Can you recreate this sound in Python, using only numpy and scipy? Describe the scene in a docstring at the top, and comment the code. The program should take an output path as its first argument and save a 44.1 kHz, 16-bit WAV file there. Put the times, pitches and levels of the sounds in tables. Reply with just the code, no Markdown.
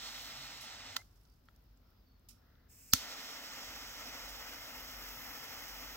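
"""Butane torch on a sweet

A butane jet torch melts a sweet held in tweezers, outdoors: shaped stereo noise hisses and flutters.
The trigger snaps back with struck modes and cracks; the starved flame sputters, whistles and goes out.
Noise bursts tick, sugar sizzles and narrow noise squeals in the pause, over soft air and far machines.
Gas hisses unlit, the piezo igniter cracks, the gas catches with a low thump and the jet burns on."""
import sys
import numpy as np
from scipy.fft import rfft, irfft, next_fast_len
from scipy.io import wavfile
from scipy.ndimage import uniform_filter1d, map_coordinates

SR = 44100
rng = np.random.default_rng(int(sys.argv[2]) if len(sys.argv) > 2 else 0)


def inscribe(sig):
    """Save sig as 16-bit PCM at rate SR to the path in sys.argv[1].

    A 1-D sig is mono; a 2-D sig holds one channel per row.
    Samples are clipped to [-1, 1] before scaling.
    """
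    pcm = np.round(np.clip(np.atleast_2d(sig).T, -1, 1) * 32767)
    wavfile.write(sys.argv[1], SR, pcm.astype(np.int16))


N = 262836

OFF, LIT = 0.95, 2.936  # the first flame starts to starve, the gas lights (s)

# stereo image of the torch in its first position: f/Hz, left phase lead/rad, likeness of the ports/0-1
FIRST_IMAGE = [(100, 0, 0.98), (600, 0, .88), (1300, 0.7, 0.8), (2300, 0.55, 0.76), (3480, 1.66, 0.8),
               (4220, 2, 0.77), (5000, 3.1, 0.77), (6130, 5.0, 0.68), (7260, 5.5, 0.66), (8200, 7, 0.8),
               (10900, 10.5, 0.3), (11800, 11, 0.5), (14000, 6, 0.26), (15600, 24, 0.5)]
# stereo image of the torch in its second position: f/Hz, left phase lead/rad, likeness of the ports/0-1
SECOND_IMAGE = [(100, -0.5, 1), (493, 0.13, 0.86), (1300, 0.64, 0.82), (2280, 1, 0.77), (3260, 2.5, 0.66),
                (3680, 3, 1), (4430, 3, 1), (4980, 3, 0.67), (6050, 5.8, 0.79), (7420, 6.5, 0.93),
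                (8520, 9, 1), (9300, 10.5, 0.3), (10340, 12.5, 0.5), (12160, 17.5, 0.71),
                (15300, 26.5, 0.55)]
# wide image of air, rattle and sizzle: f/Hz, left phase lead/rad, likeness of the ports/0-1
OPEN_IMAGE = [(60, 0.017, 1), (250, 0, 0.86), (700, 0, 0.17), (3000, 0, 0.05), (12000, 0, .05)]
# modes of the torch body, levels relative to the contact:
# f/Hz, level under the igniter hammer/dB, level under the returning trigger/dB, t60/s
BODY = [(560, -16, -9, .008), (900, -19, -13, .012), (1350, -4.5, 0.5, 0.019), (1950, -15, -9, .016),
        (2750, -16, -11, .008), (3330, -6, -2, 0.016), (3850, -15, -5, .011), (4400, -9, -2, 0.018),
        (5500, -2, -8, .008), (6130, 2, -19, 0.0093), (6950, -13, -11, 0.04), (8100, -8, -22, 0.012),
        (11700, -4, -13, 0.012), (15500, -8, -7, .018)]


def amp(db):
    """Decibels to gain."""
    return 10 ** (np.asarray(db) / 20)


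def unit(x):
    """Scale so that the middle of the stereo image has rms 1."""
    middle = np.atleast_2d(x).mean(axis=0)
    return x / np.sqrt(np.mean(middle ** 2) + 1e-20)


def clock():
    """The time of every sample (s)."""
    return np.arange(N) / SR


def along(rows, hz):
    """Each column of a table, read on a log frequency axis."""
    f, *cols = np.transpose(rows)
    return np.array([np.interp(np.log(hz + 1), np.log(f), c) for c in cols])


def curves(rows):
    """Each column of a table, read at every sample."""
    s, *cols = np.transpose(rows)
    return [np.interp(clock(), s, c) for c in cols]


def wobble(rate):
    """A smooth random curve through normally distributed knots, rate knots a second."""
    knots = rng.standard_normal(int(N * rate / SR) + 4)
    steps = np.arange(0, len(knots) - 1, 1 / 8)
    return np.interp(clock() * rate, steps, map_coordinates(knots, [steps]))


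def filtered(x, response):
    """Shape the spectrum of x by a response of frequency."""
    size = next_fast_len(N + SR // 4)
    hz = np.fft.rfftfreq(size, 1 / SR)
    return irfft(rfft(x, size) * response(hz), size)[..., :N]


def rise(start, length):
    """A ramp from 0 to 1."""
    return np.clip((clock() - start) / length, 0, 1)


def fade(start, t60):
    """1 until start, then an exponential decay."""
    return amp(-60 * np.clip((clock() - start) / t60, 0, 10))


def blow(start, t60):
    """A quick onset and its decay."""
    return rise(start, length=.0004) * fade(start, t60)


def ring(start, hz, t60, attack):
    """One struck mode: a decaying sine that swells over the time of contact."""
    t = np.arange(int(2 * t60 * SR)) / SR
    mode = np.sin(2 * np.pi * hz * t) * amp(-60 * t / t60) * (1 - np.exp(-t / attack))
    return np.pad(mode, (round(start * SR), N))[:N]


def rush(colour, image):
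    """Stereo noise: each port has its own colour, and part of the sound is common to both."""
    def ports(hz):
        lead, alike = along(image, hz)
        turn = np.arccos(np.clip(alike, 0, 1)) / 2
        port = amp(along(colour, hz)) * np.exp(.5j * np.array([lead, -lead]))
        common = port * np.cos(turn)
        opposed = port * np.sin(turn) * [[1], [-1]]
        return np.array([common, opposed])
    return unit(filtered(rng.standard_normal((2, 1, N)), ports).sum(axis=0))


def tone(hz, db, waver, waver_rate, flicker_db):
    """A faint sine that wavers in pitch and comes and goes."""
    pitch = hz * (1 + waver * wobble(waver_rate))
    return amp(db + flicker_db * wobble(25.05)) * np.sin(2 * np.pi * np.cumsum(pitch) / SR)


def murmur(start, length, hz, rate):
    """Narrow noise around a pitch swells and dies away; a higher knot rate makes it breathier."""
    phase = 2 * np.pi * np.cumsum(hz * np.ones(N)) / SR
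    noise = wobble(rate) * np.sin(phase) + wobble(rate) * np.cos(phase)
    return np.sin(np.pi * rise(start, length)) * noise


def far_machines():
    """A thin whine, and a far engine that drones and drops away, as wavering tones."""
    # engine drone: t/s, f/Hz, level/dB
    drone = [(0.1, 149.4, -81), (0.4, 135, -67), (0.7, 100.2, -70), (1.1, 97, -65), (1.4, 95, -90)]
    whine = tone(1370, db=-89.5, waver=0.067, waver_rate=210, flicker_db=3.0)
    return whine + tone(*curves(drone), waver=0.04, waver_rate=30, flicker_db=3.5)


def far_swells():
    """Narrow noise, far off, swells faintly in the mid range."""
    # swells: start t/s, length/s, f/Hz, knot rate of the noise/Hz, level/dB
    swells = [(1.78, .24, 1340, 200, -82), (2.22, .5, 1340, 350, -81), (2.36, .42, 1800, 600, -80)]
    return sum(amp(db) * murmur(s, length, hz, rate) for s, length, hz, rate, db in swells)


def garden():
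    """Soft outdoor air over a slowly growing rumble and a low throb, with far machines behind."""
    # colour of the air: f/Hz, left level/dB, right level/dB
    colour = [(25, -11, -16), (49.4, -4, -4), (97.5, -11, -10.5), (160, -16, -22), (260, -19, -17),
              (366, -24, -32.5), (910, -30.5, -32.5), (1390, -31.5, -37.5), (2300, -38.5, -41),
              (5140, -41, -36.5), (6900, -49.5, -50.5), (10000, -62, -69), (11700, -43, -44.5),
              (16100, -36.5, -39.5)]
    air = rush(colour, OPEN_IMAGE)
    low = unit(filtered(air, lambda hz: (hz > 30) & (hz < 300)))
    high = unit(filtered(air, lambda hz: hz >= 300))
    pitch = 47 + 1.8 * wobble(6.2)  # Hz
    throb = amp(-0.5 + 4.4 * wobble(6.0)) * np.sin(2 * np.pi * np.cumsum(pitch) / SR)
    lull_db = 6 * np.exp(-((clock() - 3.32) / 0.24) ** 2)  # the rumble dips briefly
    rumble_db = -67.5 + 0.7 * clock() - lull_db
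    rumble = amp(rumble_db) * (low + throb)
    return rumble + amp(-75 + 0.75 * wobble(7.97)) * high + far_machines() + far_swells()


def ticks():
    """Bursting sugar bubbles and tweezer ticks, plus the click of the hand's knock on the torch body: short
    decaying bursts of band-shaped noise."""
    # ticks ahead of the stereo tilt: t/s, level/dB, centre f/Hz
    tick_rows = [(1.0135, -63, 5500), (1.018, -57, 1650), (1.234, -73, 11000), (1.2524, -69, 5030),
                 (1.4862, -61, 1650), (1.5617, -69, 5600), (1.5625, -70, 13000), (1.6231, -72, 13500),
                 (1.6400, -74, 13500), (1.7732, -72, 6200), (1.9054, -71, 14000), (2.086, -75, 14000),
                 (2.1953, -76, 8500), (2.553, -72, 3800), (2.2888, -55.5, 6500), (2.2892, -54.5, 14000)]
    width_octaves, t60 = 0.52, 0.015  # t60 in s
    out = np.zeros((2, N))
    t = np.arange(SR // 10) / SR
    hz = np.fft.rfftfreq(len(t), 1 / SR)
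    for s, db, centre_hz in tick_rows:
        band = np.exp(-(np.log2((hz + 1) / centre_hz) / width_octaves) ** 2)
        tick = unit(irfft(rfft(rng.standard_normal((2, len(t)))) * band, len(t)))
        out[:, round(s * SR):][:, :len(t)] += amp(db - 60 * t / t60) * tick
    return out


def sizzle():
    """Drops of sugar flare up over a fine crackle that dies down as the sweet cools."""
    # colour of the sizzle: f/Hz, left level/dB, right level/dB
    colour = [(600, -45, -45), (1800, -17, -20), (3000, -10, -7.5), (4500, -5, -8), (5400, -7, 4.5),
              (6200, -8, -4), (8000, -7, -6), (10000, -6, -13), (11400, -17, -0.5), (13000, -11, -15),
              (14500, -7, -9), (15600, -14, -4)]
    # flaring drops ahead of flicker and stereo tilt: t/s, level/dB, t60/s
    flare_rows = [(0.609, -52, 0.22), (2.2864, -57, 0.2), (4.289, -53, .16)]
    flares = sum(amp(db) * blow(s, t60) for s, db, t60 in flare_rows)
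    simmer = amp(-78.5 + 4.1 * wobble(150)) * fade(OFF, t60=3.4)
    return (flares * amp(1.6 * wobble(300)) + simmer) * rush(colour, OPEN_IMAGE)


def steam():
    """Steam squeals out of the hot sweet: breathy narrow noise whose pitch sags as it escapes."""
    # squeals ahead of the stereo tilt: start t/s, length/s, starting f/Hz, level/dB
    squeals = [(1.25, .12, 4860, -81), (1.83, .12, 5420, -85), (1.92, .13, 5020, -84),
               (2.03, .17, 4590, -82), (2.345, .09, 5470, -80)]
    sag = 1600  # Hz/s
    out = 0
    for s, length, hz, db in squeals:
        pitch = hz - sag * length * rise(s, length)
        out = out + amp(db) * murmur(s, length, pitch, rate=250)
    return out


def sugar():
    """Bubbles burst, drops flare and steam squeals, each tilted a little to the right."""
    return (ticks() + sizzle()) * amp([[-2], [1.5]]) + steam() * amp([[-5], [2]])


def struck_body(start, modes, level_db, attack):
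    """A contact rings the body modes; neighbouring modes swing in opposite directions."""
    return sum((-1) ** k * amp(level_db + db) * ring(start, hz, t60, attack)
               for k, (hz, db, t60) in enumerate(modes))


def burst(noise, envelope):
    """A short burst that keeps the colour and strength of its noise."""
    def smooth(z):
        return np.sqrt(np.abs(uniform_filter1d(np.abs(z) ** 2, size=N // 40)) + 1e-12)
    z = rfft(noise * envelope)
    recoloured = irfft(z * smooth(rfft(noise)) / smooth(z), N)
    return recoloured * np.sqrt(np.mean(envelope ** 2))


def snap(contacts, modes, colour, image, pan_db):
    """Each contact cracks, rings the body and leaves the parts rattling."""
    # colour of the rattle: f/Hz, left level/dB, right level/dB
    rattle_colour = [(100, -45, -45), (300, -17, -9), (1000, -13, -23), (2490, -10, -12), (4300, -3, -1.5),
                     (6300, -4, -4), (7500, -7, -10), (10000, -15, -16), (11700, -9, -10),
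                     (13000, -14, -16), (15600, -10, -14)]
    crack, rattle = rush(colour, image), rush(rattle_colour, OPEN_IMAGE)
    out = np.zeros((2, N))
    for s, ring_db, crack_db, crack_t60, rattle_db in contacts:
        body = struck_body(s, modes, ring_db, attack=0.00014)
        # the ringing reaches the right port a little later
        body = np.array([body, np.roll(body, SR // 11000)])
        out += body * amp([[pan_db / 2], [-pan_db / 2]])
        out += amp(crack_db) * burst(crack, blow(s, crack_t60))
        out += amp(rattle_db) * rattle * blow(s, t60=0.23)
    return out


def release():
    """The trigger slips, hits its stop and bounces."""
    # contacts: t/s, ring level ahead of pan/dB, crack level/dB, crack t60/s, rattle level/dB
    contacts = [(0.9618, -56, -41, .04, -70), (0.965, -32, -27.5, .010, -61),
                (0.9665, -40, -36.5, .018, -67)]
    # colour of the crack: f/Hz, left level/dB, right level/dB
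    colour = [(150, -30, -30), (540, -11, -11), (780, -11, -17), (1340, 0, -9), (2404, -12, -12),
              (3000, -1, 1), (3900, -3, 2), (4730, -4, 3), (5500, -11, -3), (7000, -5, -8),
              (8440, -22, -16), (10200, -23, -15), (11200, -12, -9), (13000, -13, -17), (14300, -4, -14),
              (15600, -12, -17)]
    modes = [(hz, db, t60) for hz, _, db, t60 in BODY]
    return snap(contacts, modes, colour, FIRST_IMAGE, pan_db=-7.0)


def knock():
    """The hand softly knocks the torch body, ringing mainly its low modes."""
    modes = [(hz, db, t60) for hz, _, db, t60 in BODY]
    body = struck_body(1.4862, modes, level_db=0, attack=0.00026)
    return amp(-51) * filtered(body, lambda hz: 1 / (1 + 1j * hz / 2600) ** 2)


def lead_in():
    """A faint band of noise swells just before the strike, stronger on the right."""
    noise = rng.standard_normal((2, N))
    band = unit(filtered(noise, lambda hz: np.exp(-((hz - 4700) / 950) ** 2)))
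    swell = rise(LIT - .016, length=0.014) ** 2 * fade(LIT, t60=0.0092)
    return amp([[-42], [-31]]) * band * swell


def spring():
    """The igniter spring rings on as a cluster of modes, each scattered in level between the ports."""
    # spring modes: f/Hz, level ahead of scatter/dB, t60/s
    modes = [(1933, -56, .2), (2530, -53, 0.084), (3860, -51, .15), (4075, -50, .2), (4390, -43, .16),
             (4470, -46, .16), (4650, -43, .15), (5157, -49, .14), (5630, -46, .1), (6000, -44, 0.16),
             (6450, -48, .16), (6900, -47, .14), (7620, -54, .15), (15420, -47, .1)]
    return sum(amp(db + rng.normal(0, 1.5, (2, 1))) * ring(LIT, hz, t60, attack=.002)
               for hz, db, t60 in modes)


def igniter():
    """After a faint swell of noise the piezo hammer strikes and bounces, and its spring rings on."""
    # contacts: t/s, ring level/dB, crack level/dB, crack t60/s, rattle level/dB
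    contacts = [(2.935, -15, -9.5, .0085, -38.5), (2.9362, -33, -22, .009, -55),
                (2.9388, -32, -25, .009, -55)]
    # colour of the crack: f/Hz, left level/dB, right level/dB
    colour = [(133, -38, -38), (400, -18, -20), (800, -20, -22), (1350, -12, -13), (2200, -12, -15),
              (3000, -6, -7), (4100, -11, -1), (5000, -11, 1), (6000, 1, 1), (7300, -6, -9),
              (10000, -21, -16), (11500, -6, -7), (13000, -8, -15), (15600, -3, -12)]
    modes = [(hz, db, t60) for hz, db, _, t60 in BODY]
    return lead_in() + snap(contacts, modes, colour, SECOND_IMAGE, pan_db=0.0) + spring()


def trigger():
    """The trigger is let go, the hand knocks the body, and later the igniter fires."""
    return release() + knock() + igniter()


def ignition():
    """The gas in the burner catches: a push of air and a hollow pop that hums on briefly in the tube."""
    # levels ahead of the filter and stereo tilt
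    push = -amp(-22.5) * ring(2.9362, hz=90.0, t60=0.035, attack=0.0012)
    pop = -amp(-21.5) * ring(2.9374, hz=246, t60=0.022, attack=0.0015)
    hum = -amp(-45) * ring(2.9374, hz=260, t60=0.14, attack=0.002)

    def thump_band(hz):
        return hz ** 2 / (hz ** 2 + 30 ** 2) / (1 + (hz / 340) ** 8)
    return filtered(push + pop + hum, thump_band) * amp([[1.2], [-1.2]])


def jet():
    """Turbulence shaped by the burner tube; its colour shifts as the torch is aimed."""
    # colour of the flame in the first position: f/Hz, left level/dB, right level/dB
    first_colour = [(200, -12.5, -12.5), (474, -9, -17), (730, -5.5, -4), (1080, -7, -10.5), (2980, -5, -5),
                    (3680, -5, -4.5), (4060, -8, -0.5), (4600, -9, -5), (5500, -11, -2),
                    (5950, -10.5, -6.5), (6600, -12, -12), (8300, -15.5, -14.5), (9500, -33, -30.5),
                    (11240, -14, -14.5), (13000, -15, -24), (15600, -11, -23)]
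    # colour of the flame in the second position: f/Hz, left level/dB, right level/dB
    second_colour = [(197, -11, -11), (483, -3, -10.5), (740, -4.5, -3.5), (1030, -5, -8.5),
                     (3270, -6, -5.5), (4350, -9, -9.5), (4770, -7.5, -4.5), (5430, -13.5, 0.5),
                     (6240, -11.5, -6), (6820, -11.5, -11.5), (8000, -15, -14), (10150, -29.5, -29),
                     (12630, -10, -12.5), (15600, -8, -17.5)]
    # peaks and dips of the burner tube: f/Hz, width/Hz, left level/dB, right level/dB
    burner = [(260, 48, 8, 9.5), (372, 43, -6, -10), (850, 76, 2, 0.5), (1345, 190, 5.5, 2.5),
              (1660, 62, -2.5, 2.5), (1850, 116, 3.5, 3), (2077, 100, 6.5, 2), (2290, 60, -2.5, -3),
              (2540, 150, -1, 2.5), (5850, 150, -6, -0.5), (15700, 300, 0.5, 3.5)]
    # turn from the first position to the second: t/s, share/0-1
    aim = [(1.0, 0), (2.9, 0.54), (3.5, 0.9), (4.4, 0.93)]

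    def tube(hz):
        shape_db = sum(np.outer(db, np.exp(-((hz - fc) / width) ** 2)) for fc, width, *db in burner)
        return amp(shape_db) * hz ** 2 / (hz ** 2 + 90 ** 2)
    turned = np.clip(curves(aim)[0], 0, 1)
    first = np.sqrt(1 - turned) * rush(first_colour, FIRST_IMAGE)
    second = np.sqrt(turned) * rush(second_colour, SECOND_IMAGE)
    return filtered(first + second, tube)


def flame(noise, start, end, hiss_db, flutter_db):
    """Roar, hiss and fizz follow the strength of the flame and flutter together with the flow."""
    # strength of the flame ahead of flutter: t/s, level/dB
    strength = [(0.2, -53), (0.85, -56), (3.0, -53), (4.1, -52.5), (4.7, -54), (5.3, -53.5), (5.42, -53)]
    # fizz, the treble of the flame, against its strength: t/s, level/dB
    treble = [(0.0, -5), (0.25, -3.5), (0.8, -11), (3.0, -3), (4.1, -2.5), (5.25, 2.5), (5.5, 0.5)]
    flow_db = curves(strength)[0] + flutter_db * wobble(45)
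    # each burn starts with a bright hiss that sinks by 3 dB, time constant 1.07 s
    mellow_db = 3 * (1 - np.exp(-np.maximum(clock() - start, 0) / 1.07))
    burning = (clock() >= start) & (clock() <= end)
    layers = [(0, 3000, 0, 0.6),  # roar: low edge/Hz, high edge/Hz, level/dB, wander/dB
              (3000, 9500, hiss_db - mellow_db, 0.4),
              (9500, SR, curves(treble)[0], 0.4)]
    out = 0
    for lo, hi, db, wander_db in layers:
        band = filtered(noise, lambda hz: (hz >= lo) & (hz < hi))
        level = amp(flow_db + db + wander_db * wobble(14))
        out = out + level * band / band.mean(axis=0)[burning].std()
    return out


def dying(noise):
    """The shrinking flame sputters and whistles in the tube, then goes out at once."""
    flame_out = 1.012  # the last gas is spent (s)
    roar = unit(filtered(noise, lambda hz: 1 / (1 + (hz / 1500) ** 8)))
    sputter = amp(-57.5 + 2.5 * wobble(160)) * roar * fade(OFF, t60=.3)
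    pitch = 2030 * (1 + 0.0079 * wobble(149.7)) + 110 * rise(flame_out - .008, length=0.011)
    whistle = amp(-58.0 + 1.2 * wobble(119.3)) * np.sin(2 * np.pi * np.cumsum(pitch) / SR)
    return (sputter + whistle) * rise(OFF, length=.012) * fade(flame_out, t60=.035)


def unlit_gas():
    """Cold gas hisses ever harder from the opening valve, then fades once it is lit."""
    # colour of the gas: f/Hz, left level/dB, right level/dB
    colour = [(500, -46, -42), (1500, -15, -21), (2650, -13, -8), (3700, -23, -28), (4400, -20, -17),
              (5270, -16, -0.5), (6000, -18, -4.5), (7500, -2.5, -4), (10100, -14, -9), (11400, -8, -9),
              (12500, -9, -6), (14500, -1, -10), (15600, -2, -8)]
    gas_on = 2.695  # s
    valve = amp(-63 + 5.0 * rise(gas_on, length=0.25))
    valve = valve * rise(gas_on - .012, length=0.028) * fade(LIT, t60=.2)
    return valve * amp(0.5 * wobble(35)) * rush(colour, FIRST_IMAGE)


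def torch():
    """The first flame starves as the valve shuts; later cold gas flows ever harder, then catches."""
    # burns: start t/s, end t/s (the span that sets the level), starting hiss against the strength/dB
    burns = [(0.0, 0.96, 1), (2.936, 5.96, -0.3)]
    noise = jet()
    first = flame(noise, *burns[0], flutter_db=1.0) * fade(OFF, t60=0.17)
    second = flame(noise, *burns[1], flutter_db=0.72) * rise(LIT, length=0.016)
    # after lighting, the low roar takes a moment to build
    roar = filtered(second, lambda hz: 1 / (1 + (hz / 1300) ** 4))
    second = second - roar * (1 - rise(LIT, length=0.09))
    return first + dying(noise) + unlit_gas() + second


def scene():
    """Everything that reaches the two ports."""
    return garden() + sugar() + trigger() + ignition() + torch()


def record(dry):
    """A very steep low-pass leaves almost nothing above 15850 Hz."""
    return filtered(dry, lambda hz: 1 / (1 + (hz / 15850) ** 200))


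dry = scene()
out = record(dry)
inscribe(out)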